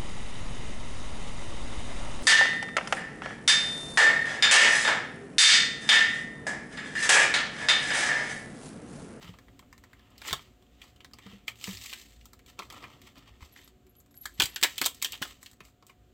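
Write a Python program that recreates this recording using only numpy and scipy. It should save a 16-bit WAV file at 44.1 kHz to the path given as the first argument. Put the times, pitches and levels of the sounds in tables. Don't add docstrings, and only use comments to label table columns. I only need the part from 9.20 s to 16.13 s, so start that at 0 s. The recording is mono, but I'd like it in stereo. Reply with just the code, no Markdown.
import sys
import numpy as np
from scipy import signal
from scipy.fft import rfft, irfft, next_fast_len
from scipy.io import wavfile
from scipy.ndimage import uniform_filter1d, map_coordinates

SR = 44100
rng = np.random.default_rng(int(sys.argv[2]) if len(sys.argv) > 2 else 0)


def store_pcm(level_fs):
    pcm = np.round(np.clip(level_fs, -1, 1) * 32767).astype(np.int16)
    wavfile.write(sys.argv[1], SR, np.atleast_2d(pcm).T)


N = 305613


def amp(db):
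    return 10 ** (np.asarray(db) / 20)


def unit(x):
    return x / np.sqrt(np.mean(x ** 2) + 1e-20)


def lean_left(db):
    return amp([[db], [-db]])


def along(points, hz):
    f, v = np.transpose(points)
    return np.interp(np.log(hz + 1), np.log(f + 1), v)


def wobble(rate):
    knots = rng.standard_normal(int(N * rate / SR) + 4)
    return map_coordinates(knots, [np.arange(N) * rate / SR])


def filtered(x, response):
    m = next_fast_len(x.shape[-1] + 8192)
    spectrum = rfft(x, m) * response(np.fft.rfftfreq(m, 1 / SR))
    return irfft(spectrum, m)[..., :x.shape[-1]]


def colour(points):
    return lambda hz: amp(along(points, hz))


def resonances(modes):
    def response(f):
        total = 0
        for k, (centre, width, db) in enumerate(modes):
            damping = 1j * f * width
            total = total + (-1) ** k * amp(db) * damping / (centre ** 2 - f ** 2 + damping)
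        return total
    return response


def pair(length, alike):
    common, left, right = rng.standard_normal((3, length))
    alike = np.clip(alike, 0, 1)
    return np.sqrt(alike) * common + np.sqrt(1 - alike) * np.array([left, right])


# (frequency [Hz], level [dB per Hz])
AIR_SPECTRUM = [(20, -19), (60, 1), (114, -3), (183, -9), (280, -2), (330, -15.5), (500, -12), (760, -18),
                (850, -23.5), (1230, -21), (2040, -25), (3100, -23.5), (5700, -34), (7400, -28),
                (9700, -43.5), (15000, -32.5), (15850, -42.5), (16150, -76)]
# (frequency [Hz], correlation [-1 to 1])
AIR_LIKENESS = [(60, 1), (290, 0.81), (700, 0.055), (1500, 0.011), (15000, 0.28)]
# (time [s], level [dB])
RUMBLE_LEVEL = [(0.0, -57), (0.63, -61.5), (3.4, -62.5), (3.57, -57.5), (4.11, -62.5), (4.86, -64.5),
                (5.4, -62.5), (5.98, -61), (6.43, -65.5), (6.93, -63.5)]
# (frequency [Hz], width [Hz], level [dB rms])
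HUM_BANDS = [(55.7, 8, -68.5), (113.2, 7.2, -72.5), (216.5, 24, -77.5), (269, 50, -87.5),
             (368.5, 28, -74.5)]
AIR_TRIM_DB, HUM_WAVER_DB = 1.0, 3.5
WHINE_HZ, WHINE_DB = 723, -75


def room_noise():
    t = np.arange(N) / SR

    def mid_side(hz):
        angle = np.arccos(np.clip(along(AIR_LIKENESS, hz), -1, 1)) / 2
        return colour(AIR_SPECTRUM)(hz) * [np.cos(angle), np.sin(angle)]

    mid, side = filtered(rng.standard_normal((2, N)), mid_side)
    air_db = np.interp(t, *np.transpose(RUMBLE_LEVEL)) + AIR_TRIM_DB
    air = amp(air_db) * unit(np.array([mid + side, mid - side]))
    hum = 0
    for hz, width, db in HUM_BANDS:
        band = filtered(pair(N, 0.86), lambda f: resonances([(hz, width, 0)])(f) ** 2)
        hum = hum + amp(db + HUM_WAVER_DB * wobble(6)) * unit(band)
    whine_level = amp(WHINE_DB + 1.7 * wobble(5.8))
    whine = whine_level * np.sin(2 * np.pi * WHINE_HZ * t + 0.64 * wobble(19))
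    return (air + hum + whine) * lean_left(1.2)


# (frequency [Hz], t60 [s])
WALL_DECAY = [(200, 0.25), (2000, 0.15), (8000, 0.15), (16000, 0.16)]


def walls(x):
    out, step = np.zeros((2, N + SR)), SR // 5
    for start in range(0, N, step):
        hz, t, z = signal.stft(rng.standard_normal((2, SR // 3)), SR, nperseg=256)
        decay = amp(-60 * t / along(WALL_DECAY, hz)[:, None])
        tail = signal.istft(z * decay, SR, nperseg=256)[1]
        wet = signal.fftconvolve(x[:, start:start + step], tail / np.linalg.norm(tail[0]), axes=1)
        out[:, start + 150:][:, :wet.shape[1]] += wet
    return out[:, :N]


# (time [s], level [dB])
LINK_TOUCHES = [(4.324, -52.5), (4.4, -61), (4.443, -55.5), (4.694, -59), (4.763, -52), (4.785, -52),
                (4.912, -59), (4.951, -49), (4.975, -47.5), (5.0084, -51), (5.013, -38), (5.034, -59),
                (5.14, -51.5), (5.282, -56), (5.297, -46), (5.344, -46)]
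LOWER_LINK_HZ, UPPER_LINK_HZ, UPPER_DB = 11660, 13040, -17
LINK_T60_S, LINK_RISE_S = 0.072, 0.0012


def strap():
    scrape, t = np.zeros(N + SR), np.arange(SR // 5) / SR
    for s, db in LINK_TOUCHES:
        touch = amp(db - 60 * t / LINK_T60_S) * (1 - np.exp(-t / LINK_RISE_S))
        scrape[round(s * SR):][:len(t)] += touch

    def ring(hz):
        return unit(filtered(pair(N, 0.37), lambda f: resonances([(hz, 330, 0)])(f) ** 2))

    rings = ring(LOWER_LINK_HZ) + amp(UPPER_DB) * ring(UPPER_LINK_HZ)
    return scrape[:N] * rings * lean_left(3)


# (time [s], level [dB], pitch [Hz], t60 [s])
FINGER_THUMPS = [(0.038, -45.5, 172.5, 0.31), (0.09, -38.5, 179, 0.12), (1.108, -41, 69, 0.22),
                 (1.124, -34.5, 140, 0.12), (2.06, -41.5, 194, 0.18), (2.13, -43.5, 200, 0.24),
                 (2.479, -32, 191.5, 0.16), (2.531, -44, 97.6, 0.38), (3.388, -48, 196.4, 0.15),
                 (3.638, -45, 116, 0.059), (3.973, -48, 271, 0.15), (4.1, -51.5, 97, 0.52),
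                 (4.221, -41.5, 72.7, 0.14), (5.055, -48, 72.7, 0.066), (5.194, -26.5, 166, 0.036),
                 (5.236, -25.5, 100, 0.027), (5.425, -36.5, 271, 0.061), (5.612, -34.5, 250, 0.063),
                 (6.015, -29, 253, 0.047), (6.406, -47, 188, 0.082)]


def thumps():
    out, t = np.zeros(N + SR), np.arange(SR // 3) / SR
    for s, db, hz, t60 in FINGER_THUMPS:
        phase = 2 * np.pi * hz * t
        bend = np.sin(phase) + 0.497 * np.sin(0.614 * phase + rng.uniform(0, 7.7))
        bend += 0.5 * amp(-60 * t / 0.078) * np.sin(2.4 * phase + rng.uniform(0, 2))
        envelope = amp(db - 60 * t / max(t60, 0.02)) * (1 - np.exp(-t / 0.0025))
        out[round(s * SR):][:len(t)] += envelope * bend
    return out[:N] * lean_left(1.4)


# (start [s], rise [s], hold [s], fading [dB per s], scrape [dB], treble [dB], body [dB])
SKIN_STROKES = [(0, 0.017, 0.032, 154, -50.5, -10.5, -4), (0.29, 0.58, .1, 125, -66, -17, -3),
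                (0.974, 0.099, 0.015, 138, -42.5, -6, -6.5), (1.344, 0.23, 0.04, 103, -68, -10, -10),
                (1.617, 0.017, .02, 139, -61.5, -4.5, -5), (1.93, 0.13, 0.068, 153.5, -55, -11.5, -9.5),
                (2.27, 0.0096, 0.009, 499.5, -47.5, 0.5, 0), (2.359, .09, .06, 81.5, -47.5, 1, -10.5),
                (2.548, .08, .06, 71.5, -48.5, 0, -15), (2.876, 0.024, .02, 202, -66.5, -10, -7),
                (3.241, 0.047, 0.0095, 305, -57.5, -4, -7.5), (3.364, 0.0069, .02, 98.5, -66, -10, 1),
                (3.405, 0.022, 0.018, 156.5, -62.5, -2.5, 1), (3.482, 0.026, .15, 108, -54.5, -11.5, 0.5),
                (3.8, 0.037, 0.036, 199.5, -56.5, -9, -8.5), (3.942, 0.032, 0.11, 148.5, -59.5, -12, -2.5),
                (4.173, 0.048, 0.0098, 252, -58, -2, -3), (4.264, 0.12, 0.033, 193, -56.5, -4, -9),
                (4.995, 0.04, 0.036, 77, -67, 4, -10), (5.164, 0.021, 0.1, 81, -51.5, -7, -9),
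                (5.423, 0.01, 0.05, 57.5, -47.5, -2.5, -14.5), (5.598, 0.0062, 0.016, 83.5, -62, 7, -10),
                (5.831, .02, 0.11, 300, -55, -1, -13), (5.996, .02, 0.091, 243, -53, -3.5, -8),
                (6.193, 0.03, 0.016, 149, -66, 4, -5), (6.417, 0.02, 0.038, 295, -71.5, 5.5, 2.5),
                (6.673, 0.01, 0.0072, 400.5, -63, -2, -3)]
SWELL_DB = 24
RASP_DB, RASP_FOLLOWS = -1, 0.59


def strokes():
    t, power = np.arange(N) / SR, np.zeros((4, N))
    for s, rise, hold, fading, db, treble_db, body_db in SKIN_STROKES:
        top = s + max(rise, 0.003)
        swell_db = np.interp(t, [s, top], [-SWELL_DB, 0], left=-120)
        shape_db = swell_db - fading * (t - top - max(hold, 0)).clip(0)
        rasp_db = RASP_DB + RASP_FOLLOWS * treble_db
        layers_db = np.array([[0], [rasp_db], [treble_db], [body_db]])
        power += amp(db + shape_db + layers_db) ** 2
    return np.sqrt(power)


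# (frequency [Hz], level [dB per Hz])
SKIN_SPECTRUM = [(800, -120), (1200, -62.5), (1530, -16), (1830, 0), (2350, -3), (3110, 1.5), (3600, -4),
                 (4500, -120)]
RASP_SPECTRUM = [(3000, -120), (3600, 4), (4500, 2.5), (5300, -1.5), (6300, -5.5), (7500, -120)]
FIZZ_SPECTRUM = [(4500, -120), (6000, -10), (6800, -5), (7700, -0.5), (8800, -11), (9700, -19),
                 (10500, -17), (12900, -11), (14700, -8.5), (15850, -17), (16150, -65.5)]
# (frequency [Hz], level [dB])
BODY_SPECTRUM = [(150, -120), (280, -2), (480, -7.5), (700, -6.5), (1050, -1), (1350, 1.5), (2200, -120)]
SLIPS_PER_S, SLIP_T60_S = 300, 0.015


def rubbing():
    slips = (rng.random(N) < SLIPS_PER_S / SR) * amp(2.7 * rng.exponential(size=N).clip(0, 3))
    slip_decay = amp(-60 * np.arange(SR // 30) / SR / SLIP_T60_S)
    grain = 1 + 0.6 * signal.fftconvolve(slips, slip_decay)[:N]
    pressure = amp(2.2 * wobble(35))
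    z = signal.stft(pair(N, 0.16) * grain * pressure, nperseg=256)[2]
    patches = uniform_filter1d(rng.standard_normal(z.shape[1:]), size=3, axis=0)
    patches = uniform_filter1d(patches, size=12, axis=1)
    noise = signal.istft(z * amp(0.78 * unit(patches)), nperseg=256)[1][:, :N]
    out = 0
    for spectrum, gain in zip((SKIN_SPECTRUM, RASP_SPECTRUM, FIZZ_SPECTRUM, BODY_SPECTRUM), strokes()):
        out = out + gain * unit(filtered(noise, colour(spectrum)))
    return out * lean_left(2.5)


TICKS = 150
TICK_DB, TICK_SPREAD_DB = 2.5, 3


def ticks():
    u, scrape = rng.random((TICKS, 4)), strokes()[0]
    chance = np.sqrt(scrape)
    at = np.interp(u[:, 0], np.cumsum(chance) / chance.sum(), np.arange(N)).astype(int).clip(400)
    db = 20 * np.log10(scrape[at]) + TICK_DB - TICK_SPREAD_DB * np.log(u[:, 1] + 0.073)
    pitch = 1000 * 5 ** u[:, 2]
    pan_db = 12 * u[:, 3]
    return [(i / SR, level, hz, -18, -8, pan) for i, level, hz, pan in zip(at, db, pitch, pan_db)]


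# (time [s], level [dB], strand pitch [Hz], shell body [dB], splinter treble [dB], left over right [dB])
STRAND_CRACKS = [(0.028, -36.5, 2760, -7, -10, 1), (0.139, -41, 3000, -4.5, -29, 4.5),
                 (0.1875, -40.5, 2120, -11, -11, 8.5), (0.2836, -52, 1770, -6, -27, 18),
                 (0.3925, -42, 1010, -16, 0.5, 8.5), (0.4268, -58.5, 1220, 6, -28, 12),
                 (0.5279, -37, 1040, -24, -8, 10.5), (0.5793, -44.5, 1000, -19, -1, 4.5),
                 (0.6385, -39.5, 1930, -9.5, -9, 8), (0.7317, -43, 1860, -6, -6.5, 8),
                 (0.7943, -45.5, 2230, -11, -20, 1), (0.9045, -62.5, 1210, -10, 10, 6.0),
                 (0.9804, -37.5, 4400, -27, -5, 6.0), (1.0178, -30, 2295, -12.5, -14, 6.5),
                 (1.0509, -34, 1014, -26, -19, 6.0), (1.0783, -32, 4780, -22, 3.5, 11),
                 (1.0951, -29, 3790, -31, -14, 5), (1.1091, -22, 2267, -16, -32, 2),
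                 (1.129, -13.5, 3280, -14.5, -6.5, 7), (1.1336, -17, 1190, -10, -10, 4.5),
                 (1.1934, -35.5, 1010, -11, -24, 8.5), (1.424, -52.5, 3280, -10, -7, 9.5),
                 (1.4663, -57.5, 3300, -17, -23, 13), (1.6169, -43, 2970, -20, -10, 23.5),
                 (1.7613, -51.5, 3300, -12, -9, 13), (1.8052, -38.5, 3300, -12, -19, 10.5),
                 (1.8462, -35, 3620, -12.5, -11, 6.0), (1.912, -49.5, 1900, -10, -11, 8.5),
                 (1.935, -34.5, 4780, -13.5, -10.5, 10.5), (1.9865, -37.5, 2535, -12, -5.5, 7.5),
                 (2.0644, -40, 1863, -4, -9, 4.5), (2.1155, -43, 3100, -4.5, -23, 3.5),
                 (2.2803, -19.5, 3050, -23, -12.5, 9.5), (2.3566, -48, 2726, -12, -5.5, 13),
                 (2.4128, -35, 2920, -19, -4, 7.5), (2.4413, -24, 3666, -31, -1, 10),
                 (2.4733, -30.5, 939, -9, -9, 8), (2.4905, -31, 3480, -8, -10, 13.5),
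                 (2.5113, -32.5, 3248, -19, -8, 4), (2.5717, -31, 5096, -31, -22, 7),
                 (2.6142, -32.5, 5080, -33, -15, 8), (2.6593, -28, 3146, -22, -5, 1.5),
                 (2.7288, -32, 2950, -13.5, -10, 17.5), (2.7347, -22, 2910, -30, -6.5, 3.5),
                 (3.0116, -47, 3020, -29, -15, 14), (3.056, -42, 3460, -9, 7.5, 7),
                 (3.1331, -40.5, 1210, -7.5, 2, 5.0), (3.192, -47.5, 2120, -12, -4, 9),
                 (3.262, -47, 2480, -21, -3.5, 13), (3.3911, -22.5, 2730, -10, -16, 11),
                 (3.3977, -35, 1030, 5, -16, 6.0), (3.4214, -31.5, 1040, -14, -19, 5),
                 (3.5017, -31, 2200, -29, -7.5, 0), (3.5252, -38.5, 980, -3, 3.5, 3.5),
                 (3.5448, -40, 1036, -14, -6, 5), (3.6257, -42, 1030, -3, -27, 8.0),
                 (3.6397, -32, 1082, -6.5, -19, 11), (3.8172, -45, 3140, -16, 3, 9.0),
                 (3.874, -41.5, 3070, -9, -8, 8.5), (3.9567, -48.5, 1330, -9, -8, 13),
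                 (3.9811, -41.5, 4670, -10, -2.5, 3), (4.2072, -43.5, 1085, -6, -15, 6.5),
                 (4.2254, -42.5, 1023, -20, -21, 14), (4.3623, -43, 1926, -26.5, -18.5, 18),
                 (4.3906, -40, 1990, -25, -26, 6), (4.4769, -45.5, 3800, -12, 1.5, 10.5),
                 (4.667, -59, 2100, -7, 5, 8), (4.753, -57.5, 3130, -11, -3, 17),
                 (4.8022, -62, 1210, -4, 16, 7), (4.8617, -63, 1250, -9.5, 6.5, 12),
                 (4.9098, -60.5, 1090, -8, 9, 8), (4.9425, -53, 2020, -14, 2, 10),
                 (4.9678, -53.5, 3080, -16.5, 7.5, 6.5), (5.0559, -17.5, 1730, -20.5, -9, 8.5),
                 (5.1996, -3, 3150, -22, -10, 0), (5.2044, -10.5, 2440, -15, -13.5, 10.5),
                 (5.2206, -9, 3170, -19.5, -5, 11), (5.2248, -16.5, 3000, -17.5, -3.5, 5),
                 (5.236, -16.5, 3380, -32, -1.5, 3), (5.2564, -23.5, 3070, -29.5, 6, 7.5),
                 (5.3608, -17, 2884, -28, -4, 7), (5.4135, -33.5, 3040, -23, 3.5, 10.5),
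                 (5.4282, -8.5, 3010, -18, -6.5, 4.5), (5.4346, -4.5, 3680, -26.5, -2, 1),
                 (5.4399, -15, 3030, -13.5, 0, 7), (5.4449, -10.5, 1757, -12.5, -21, 1.5),
                 (5.5578, -38.5, 3620, -17.5, -5.5, -4.5), (5.5809, -20.5, 2996, -22.5, 1.5, 8.5),
                 (5.6151, -13, 2050, -12, 1.5, 9.5), (5.626, -23, 3280, -12.5, -14, -0.5),
                 (5.638, -22.5, 3130, -30.5, -8.5, 3.5), (5.6436, -17.5, 3680, -25, -3.5, -2),
                 (5.6547, -17, 4000, -33, 0, 6.0), (5.6604, -13.5, 3260, -13, 2, 7.5),
                 (5.6621, -14.5, 2470, -26, -4, -0.5), (5.7463, -45.5, 4290, -19.5, 12, 6),
                 (5.8176, -29, 3120, -34, -4, 8.5), (5.8247, -18, 2550, -28, 4, 5.5),
                 (5.8465, -13.5, 3330, -24.5, -3, 7), (5.8559, -22, 3200, -24, -20.5, 13.5),
                 (5.9217, -27, 3030, -37, 2, 8.5), (5.9323, -24.5, 2933, -17.5, -18, 6.5),
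                 (5.9406, -29.5, 3520, -22, -18, 8.5), (5.9518, -34.5, 3180, -34, -11, 11),
                 (6.0207, -26.5, 3110, -5, 2, 11), (6.0253, -17, 2950, -40, -30, 9.5),
                 (6.0358, -36, 2530, -10, 10.5, 2.5), (6.0518, -30, 3660, -7, -15, 0),
                 (6.0768, -45, 3604, -18, 6.5, 11), (6.2294, -42.5, 1960, -8.5, 7.5, 8.5),
                 (6.2612, -32, 3670, -39, -5, 5.5), (6.3135, -50, 2530, -10, 9.5, 5),
                 (6.332, -51, 1890, -10, 5.5, 5.5), (6.4052, -37, 1110, -12, -28.5, 12),
                 (6.4512, -47.5, 2850, -13, 2.5, 10.5), (6.4844, -56, 1194, -7, 2, 8.0),
                 (6.6256, -46.5, 1030, -9, -8, 8.5), (6.667, -51.5, 2750, -10, 11, 1.5),
                 (6.6963, -40, 999, -12, -17, 8)]
# (frequency [Hz], width [Hz], relative level [dB])
SHELL_MODES = [(1060, 54, -8), (1386, 160, -12.5), (1740, 440, 1.5), (2295, 530, 7), (3194, 270, 5.5),
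               (3417, 1230, -11)]
# (frequency [Hz], level [dB])
SPLINTER_SPECTRUM = [(4500, -120), (5200, -7), (6800, 13), (7900, 16.5), (9000, 3.5), (9700, -5.5),
                     (10600, 2), (12200, 7), (14000, 8.5), (15900, 3), (16150, -37.5), (16900, -47.5)]
CLICK, CLICK_T60_S = 1.6, 0.005
CRACK_T60_S, ONSET_S, LEAD_IN_S = 0.039, 0.002, 0.004
STRAND_WIDTH, STRAND_DB = 0.2, 9
EDGE_DB, EDGE_FOLLOWS = -4.5, 0.51


def cracks():
    out, t = np.zeros((2, N + SR)), np.arange(SR // 8) / SR - LEAD_IN_S
    onset = 1 - np.exp(-t.clip(0) / ONSET_S)
    click = CLICK * (t >= 0) * amp(-60 * t / CLICK_T60_S)

    def burst(alike, share):
        return pair(len(t), alike) * (click + onset * amp(-60 * t / (share * CRACK_T60_S)))

    for s, db, hz, body_db, treble_db, pan_db in list(STRAND_CRACKS) + ticks():
        struck = resonances([(c, w, level + rng.normal(0, 3.9)) for c, w, level in SHELL_MODES])
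        strand = resonances([(hz, STRAND_WIDTH * hz, STRAND_DB)])
        ring = filtered(burst(0.63, 1.0), lambda f: struck(f) + strand(f))
        body = filtered(burst(0.86, 1.32), colour(BODY_SPECTRUM))
        edge = filtered(burst(0.59, 0.81), colour(RASP_SPECTRUM))
        treble = filtered(burst(0.49, 1.0), colour(SPLINTER_SPECTRUM))
        edge_db = EDGE_DB + EDGE_FOLLOWS * treble_db
        layers = zip((ring, body, edge, treble), (0, body_db, edge_db, treble_db))
        crack = sum(amp(db + level) * x / np.abs(x).max() for x, level in layers)
        out[:, round((s - LEAD_IN_S) * SR):][:, :len(t)] += crack * lean_left(pan_db / 2)
    return out[:, :N]


LEAD_S = 0.00019
WALLS_DB = -10


def scene():
    hands = strap() + thumps() + rubbing() + cracks()
    sides = np.array([[1], [-1]])
    near = filtered(hands, lambda hz: np.exp(1j * np.pi * hz * LEAD_S * sides))
    return room_noise() + amp(WALLS_DB) * walls(hands) + near


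TOP_HZ = 16950


def record(dry):
    return filtered(dry, lambda hz: hz < TOP_HZ)


dry = scene()
out = record(dry)
store_pcm(out)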